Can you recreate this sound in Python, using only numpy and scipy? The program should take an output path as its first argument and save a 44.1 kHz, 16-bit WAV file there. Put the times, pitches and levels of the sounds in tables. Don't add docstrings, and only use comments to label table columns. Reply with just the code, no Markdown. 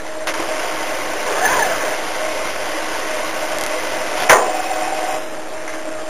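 import sys
import numpy as np
from scipy import signal
from scipy.io import wavfile
from scipy.ndimage import uniform_filter1d

SR = 44100
rng = np.random.default_rng(int(sys.argv[2]) if len(sys.argv) > 2 else 0)


def ratio_of_db(decibels):
    return 10 ** (np.asarray(decibels, float) / 20)


def to_wav(s):
    ch = np.atleast_2d(s).T
    pcm = np.round(np.clip(ch, -1, 1) * 32767)
    wavfile.write(sys.argv[1], SR, pcm.astype(np.int16))


N = 268559
HOLD_HZ = 8000.8


def rms1(x):
    return x / np.sqrt(np.mean(x ** 2) + 1e-20)


def read(points, hz):
    f, value = np.transpose(points)
    return np.interp(np.log(hz + 1), np.log(f + 1), value)


def curves(rows):
    s, *columns = np.transpose(rows)
    t = np.arange(N) / SR
    gate = np.clip(np.minimum(t - s[0], s[-1] - t) / 0.0013, 0, 1)
    return [np.interp(t, s, c) for c in columns], gate


def resonate(x, hz, width):
    turn = np.exp(2j * np.pi * np.cumsum(hz * np.ones(len(x))) / SR)
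    r = np.exp(-np.pi * width / SR)
    return 2 * (turn * signal.lfilter([1 - r], [1, -r], x / turn)).real


def fuzzy_tone(hz, width, clean):
    sine = np.sqrt(2) * np.sin(2 * np.pi * np.cumsum(hz * np.ones(N)) / SR)
    fuzz = resonate(rng.standard_normal(N), hz, width)
    fuzz = rms1(resonate(fuzz, hz, 3 * width))
    return clean * sine + np.sqrt(1 - min(clean, 1) ** 2) * fuzz


def noise(spectrum, peaks, patchy_db, ref_hz):
    hz = np.fft.rfftfreq(2048, 1 / SR)
    a, b, patches = rng.standard_normal((N // 512 + 5, 1025, 3)).T
    patches = uniform_filter1d(patches, 12, 0)
    patches = rms1(uniform_filter1d(patches, 6, 1))
    bumps_db = sum(db / (1 + (2 * (hz - f) / w) ** 2) for f, w, db in peaks)
    shape_db = read(spectrum, hz) + bumps_db
    heard = (hz < HOLD_HZ / 2)[:, None]
    z = (a + 1j * b) * ratio_of_db(shape_db[:, None] + patchy_db * patches) * heard
    x = rms1(signal.istft(z, nperseg=2048, noverlap=1536)[1][:N])
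    band = (hz > ref_hz[0]) & (hz < ref_hz[1])
    return x * np.sqrt(np.sum(abs(z) ** 2) / np.sum(abs(z[band]) ** 2))


# pitch_hz, level_db (per Hz)
FAN_WASH = [(20, -24), (40, -10.5), (200, -11.5), (300, -1.5), (500, 3), (700, 2), (1200, -3.5), (1700, -3),
            (2200, -7), (2600, -8.5), (3990, -14)]
# pitch_hz, width_hz, level_db
BLADES = [
    (318, 14, -40),
    (625.5, 14, 0),
]
# time_s, level_db
BLADE_SWELL = [(0, -40), (.22, -25.5), (.34, -36), (.5, -26.5), (.68, -46), (.92, -27.5), (1.05, -39),
               (1.9, -27.5), (2.099, -49), (2.24, -25), (2.85, -45.5), (3.1, -29), (3.45, -28), (3.62, -33),
               (4.55, -31), (5.28, -26), (5.4, -37.5), (6.09, -28.5)]


def fans():
    swell_db = np.interp(np.arange(N) / SR, *np.transpose(BLADE_SWELL))
    low, high = (ratio_of_db(db) * fuzzy_tone(f, w, clean=.85) for f, w, db in BLADES)
    wash = ratio_of_db(-33.5) * noise(FAN_WASH, [], 1.17, (800, 3900))
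    return wash + low + ratio_of_db(swell_db) * high


# start_s, peak_db, ring_factor (times the usual ring), brightness_db (per octave)
KNOCKS = [(.063, -23, 1, 11), (.266, -24, 0.45, 7), (.2705, -15, 0.37, 6), (.286, -16, 0.58, 6),
          (0.339, -15, 0.47, 8), (.398, -12.5, 0.41, -9.5), (4.235, -15, 0.3, 9), (5.677, -16, 1.1, 1),
          (5.699, -22, .7, 5), (5.729, -17, 1.1, 1), (4.2908, -8, 0.53, -4), (4.2950, 7, 0.63, 0.5),
          (4.303, 3, 1.35, -1), (4.312, 1.5, 0.87, 0), (4.330, -3.5, 1.35, 0.5), (1.45, -11, .8, 4)]
# pitch_hz, level_db, ring_s (time to fall 60 dB)
PLATE = [(791, -8, .4), (1017, -5, .4), (1150, -10, .3), (1400, -4, .1), (1620, -2, .2), (1733, 0, .12),
         (1852, -8, .2), (2067, 0, .14)]
# pitch_hz, level_db (per Hz)
RATTLE = [(40, -18), (300, -16), (550, 1.5), (850, -7), (1000, -5), (1300, -7), (1800, -2), (2150, -1),
          (2450, -11), (3990, -19.5)]
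# pitch_hz, ring_s (time to fall 60 dB)
RATTLE_RING = [(60, 0.37), (400, 0.55), (1000, 0.51), (2000, 0.14), (4000, 0.21)]


def knocks():
    out, t = np.zeros(N + SR), np.arange(SR // 2) / SR
    for s, peak_db, ring, tilt_db in KNOCKS:
        tilt_db = np.clip(tilt_db, -6, 8)
        hz, frames, z = signal.stft(rng.standard_normal(len(t)), SR, nperseg=256)
        colour_db = read(RATTLE, hz) + tilt_db * np.log2(hz / 1000 + 0.03)
        fade_db = 60 * frames / (ring * read(RATTLE_RING, hz)[:, None])
        z *= ratio_of_db(colour_db[:, None] - fade_db) * (hz < HOLD_HZ / 2)[:, None]
        z *= 1 - np.exp(-(frames + 0.0033) * (hz[:, None] + 50) / 4)
        rattle = signal.istft(z, SR, nperseg=256)[1][:len(t)]
        rattle = signal.lfilter(*signal.butter(2, 280, "high", fs=SR), rattle)
        plate = np.zeros(len(t))
        for (f, db, ring_s), turn in zip(PLATE, rng.random(len(PLATE))):
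            tone_db = db + tilt_db * np.log2(f / 1000) - 60 * t / (ring * min(ring_s, .45))
            plate += ratio_of_db(tone_db) * np.sin(2 * np.pi * (f * t + turn))
        blow = rattle / np.std(rattle[:900]) + ratio_of_db(-1) * plate / np.std(plate[:900])
        out[round(s * SR):][:len(t)] += ratio_of_db(peak_db - 14.5) * blow * np.minimum(t / .0012, 1)
    return out[:N]


# pitch_hz, level_db (per Hz)
AIR = [(18, -32), (30, 3), (40, -32), (64, -28.5), (214, -26.5), (309, -15.5), (438, -17.5), (620, -6),
       (826, -19), (896, -11.5), (1240, -14), (2070, -14.5), (3990, -22.5), (5190, -57), (8780, -120)]
# pitch_hz, width_hz, level_db (above the air)
CABINET = [(415, 22, 7.2), (518, 3.8, 11.6), (603, 11, 2.9), (761, 78, 9), (906, 11, 7.2), (1089, 20, 12.5),
           (1515, 21, 10.6), (2028, 23, 9.3), (2136, 15, 10.5), (2775, 124, 2.3), (3120, 240, 2.9)]
# time_s,
# level_db
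FLOW = [(0.27, -30), (0.297, -30), (0.315, -33), (0.334, -40), (0.341, -33), (4.12, -32.5), (4.24, -28.5),
        (4.27, -33.5), (4.5, -35.5), (5.15, -35), (5.4, -68)]


def air():
    (flow_db,), gate = curves(FLOW)
    return gate * ratio_of_db(flow_db) * noise(AIR, CABINET, 0.99, (2200, 3600))


# start_s, length_s, level_db
PUFFS = [
    (.27, .03, -29),
    (4.2, .055, -32),
]


def puffs():
    pitch_hz, width_hz = 2900, 1400
    t = np.arange(N) / SR
    level = np.zeros(N)
    for s, length, db in PUFFS:
        level += ratio_of_db(db) * np.clip(np.minimum((t - s) / .002, (s + length - t) / .008), 0, 1)
    hiss = resonate(rng.standard_normal(N), pitch_hz, width_hz)
    return level * rms1(resonate(hiss, pitch_hz, width_hz))


# start_s, pitch_hz, level_db
THUDS = [
    (.396, 330, -21),
    (4.298, 120, -30),
    (4.315, 400, -21),
]


def thud():
    out, ring_s = np.zeros(N), .2
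    for s, hz, db in THUDS:
        t = np.maximum(np.arange(N) / SR - s, 0)
        out += ratio_of_db(db - 60 * t / ring_s) * np.sin(2 * np.pi * hz * t)
    return out


# time_s, pitch_hz
SPEED = [
    (1.25, 487.5),
    (1.375, 600),
    (1.44, 748.6),
    (1.47, 869.6),
    (1.515, 1030),
    (1.585, 990),
    (1.65, 763),
    (1.8, 559),
    (1.95, 490),
]
# pitch_hz, level_db (per Hz)
RUSH = [(30, -18), (200, -10.5), (400, -1.5), (800, 1.5), (1200, -6), (1600, 2), (2100, -3.5), (2500, -9),
        (3990, -12)]
# pitch_hz, width_hz, level_db (above the rush)
RAIL = [(424, 24, 8.5), (514, 30, 5.5), (1550, 100, 2.5), (3030, 140, 3.5)]
# pitch_hz, width_hz, motor_hz, reach_hz, level_db
SINGING = [(728, 44, 762, 60, -24), (1730, 46, 827, 63, -19)]
FULL_HZ, BRAKE_S, BRAKING_DB = 1030, 1.61, -2
MOTOR_DB, SECOND_DB, RUSH_DB = (-17.5, 12), (-31, 2), (-29.5, 8)


def gantry():
    (hz,), gate = curves(SPEED)
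    effort_db = BRAKING_DB * np.clip((np.arange(N) / SR - BRAKE_S) / 0.029, 0, 1)
    octaves = np.log2(hz / FULL_HZ)
    tone_db, second_db, rush_db = (db + slope * octaves for db, slope in (MOTOR_DB, SECOND_DB, RUSH_DB))
    motor = ratio_of_db(tone_db) * fuzzy_tone(hz, 100, clean=.7)
    motor += ratio_of_db(second_db) * fuzzy_tone(2 * hz, 80, clean=.55)
    for f, width, speed_hz, reach, db in SINGING:
        nearness = 1 / (1 + ((hz - speed_hz) / reach) ** 2)
        motor += ratio_of_db(db) * nearness * fuzzy_tone(f, width, clean=.8)
    rush = noise(RUSH, RAIL, 1.8, (2200, 3600))
    return gate * (ratio_of_db(effort_db) * motor + ratio_of_db(rush_db) * rush)


# pitch_hz, width_hz, level_db
WHISTLE = [
    (736, 25, -26),
    (778, 35, -30),
    (2535, 50, -38.5),
]
BELT_START_S, BELT_RISE_S, BELT_STOP_S, BELT_FALL_S = 4.13, 0.047, 5.14, .14
RUNUP_DB, RUNUP_S, OFF_DB = -4, .6, -30
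THROB_HZ, THROB_DEPTH, THROB_PEAK_S = 18.2, .4, 4.935


def belt():
    t = np.arange(N) / SR
    rise, fall = (t - BELT_START_S) / BELT_RISE_S, 1 - (t - BELT_STOP_S) / BELT_FALL_S
    on = np.clip(np.minimum(rise, fall), 0, 1)
    load_db = RUNUP_DB * np.clip(1 - (t - BELT_START_S) / RUNUP_S, 0, 1)
    throb = 1 + THROB_DEPTH * np.cos(2 * np.pi * THROB_HZ * (t - THROB_PEAK_S))
    low, high, thin = (ratio_of_db(db) * fuzzy_tone(f, w, clean=.78) for f, w, db in WHISTLE)
    return (on > 0) * ratio_of_db(OFF_DB * (1 - on)) * (ratio_of_db(load_db) * throb * (low + high) + thin)


def scene():
    mix = fans() + knocks() + air() + puffs() + thud() + gantry() + belt()
    return np.tile(mix, (2, 1))


def hold(x):
    ticks = np.arange(0, N / SR + .01, 1 / HOLD_HZ)
    steps = np.interp(ticks * SR, np.arange(N), x)
    area = np.interp(np.arange(N + 1) / SR, ticks, np.cumsum(steps) / HOLD_HZ)
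    return np.diff(area) * SR


FRAME_S = 1152 / 44100
SPIKE_S = 3.58565 + FRAME_S * np.arange(4)
# pitch_hz, mean_db
SCATTER = [(500, 0), (2000, 1.24), (4000, 1.45), (9000, 3), (13000, 2.5)]
ATTACKS_S = [.339, 4.292, *SPIKE_S]
DIP_LEAD_S, DIP_DB, DIP_ABOVE_HZ = .0045, -30, 2500


def short_blocks(x):
    hz, t, z = signal.stft(x, SR, nperseg=256)
    loss = rng.exponential(1, (len(t), 24)).T[(hz // 1000).astype(int)] ** 2 / 2 - 1
    gain_db = np.maximum(-read(SCATTER, hz)[:, None] * loss, -30)
    for s in ATTACKS_S:
        gain_db += DIP_DB * (hz[:, None] > DIP_ABOVE_HZ) * (abs(t - s + DIP_LEAD_S) < .0016)
    return signal.istft(z * ratio_of_db(gain_db), SR, nperseg=256)[1][:N]


SPIKE_DB = [-2.5, -2.5, -1, -2]


def add_spikes(held):
    for s, db in zip(SPIKE_S, SPIKE_DB):
        held[round(s * SR) - 1:][:2] -= ratio_of_db(db)
    return held


TOP = [(-1, 2, -1), (2, 3, 1), (5, 2, 2), (12, 1, 1), (14, 1, 1), (16, 2, 2), (19, 1, 1), (22, 1, -1)]
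# first_block, length_blocks, low_hz, high_hz
EMPTY = [(1, 8, 11840, 12260), (10, 12, 11840, 12260), (2, 1, 12000, 12850), (4, 1, 11250, 12000),
         (5, 2, 12000, 12900), (5, 1, 10520, 10900), (6, 1, 11250, 12000), (9, 1, 11150, 11550),
         (14, 1, 11250, 12000), (16, 1, 10550, 13550), (17, 1, 11250, 12850), (19, 1, 4260, 4680)]
# pitch_hz, share (of the band level around them)
ROUNDING = [(500, 0.2), (13000, 0.11)]
BLOCK_S, FIRST_BLOCK_S, BAND_HZ, USUAL_TOP_HZ = 10 * FRAME_S, .11, 700, 13250
NOTCH_HZ, CLACK_OPEN_S = 130, (4.29, 4.325)


def thin_treble(x):
    hz, t, z = signal.stft(x, SR, nperseg=1024)
    block = (t - FIRST_BLOCK_S) // BLOCK_S
    extra = sum(bands * (block >= first) * (block < first + blocks) for first, blocks, bands in TOP)
    keep = hz[:, None] < USUAL_TOP_HZ + BAND_HZ * extra
    for first, blocks, lo_hz, hi_hz in EMPTY:
        in_time = (block >= first) & (block < first + blocks)
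        keep[np.ix_((hz > lo_hz) & (hz < hi_hz), in_time)] = False
    no_spikes = (t < SPIKE_S[0] - FRAME_S / 2) | (t > SPIKE_S[-1] + FRAME_S / 2)
    keep[np.ix_(abs(hz - HOLD_HZ) < NOTCH_HZ, no_spikes)] = False
    keep[:, (t > CLACK_OPEN_S[0]) & (t < CLACK_OPEN_S[1])] = True
    band_level = np.sqrt(abs(uniform_filter1d(abs(z) ** 2, size=16, axis=0)))
    keep &= abs(z) > read(ROUNDING, hz)[:, None] * band_level
    return signal.istft(z * keep, SR, nperseg=1024)[1][:N]


# pitch_hz, share
SIDE_SHARE = [(720, 0), (1000, .2), (2500, .4), (3500, .2), (5000, .08), (6500, .15), (8000, .06),
              (11000, .14), (14000, .08)]


def residue(mid):
    hz, t, z = signal.stft(mid, SR, nperseg=1024)
    band = (hz // 700).astype(int)
    block = ((t - .11) // .262 + 1).astype(int)
    tick = (t // .046).astype(int)
    chosen = rng.random((30, 32))[block].T[band] < read(SIDE_SHARE, hz)[:, None]
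    flicker = rng.random((140, 32))[tick].T[band] < .6
    scramble = np.exp(2j * np.pi * rng.random(z.shape[::-1]).T)
    return signal.istft(z * chosen * flicker * scramble, SR, nperseg=1024)[1][:N]


def roll_off(x):
    return signal.sosfilt(signal.butter(12, 15510, fs=SR, output="sos"), x)


def record(dry):
    offset = .0447
    stairs = hold(np.clip(dry[0] + offset, -.98, .98)) - offset
    mid = thin_treble(add_spikes(short_blocks(stairs)))
    side = ratio_of_db(-9) * residue(mid)
    mix = np.clip([offset + mid + side, offset + mid - side], -1, 1)
    return roll_off(mix)


dry = scene()
out = record(dry)
to_wav(out)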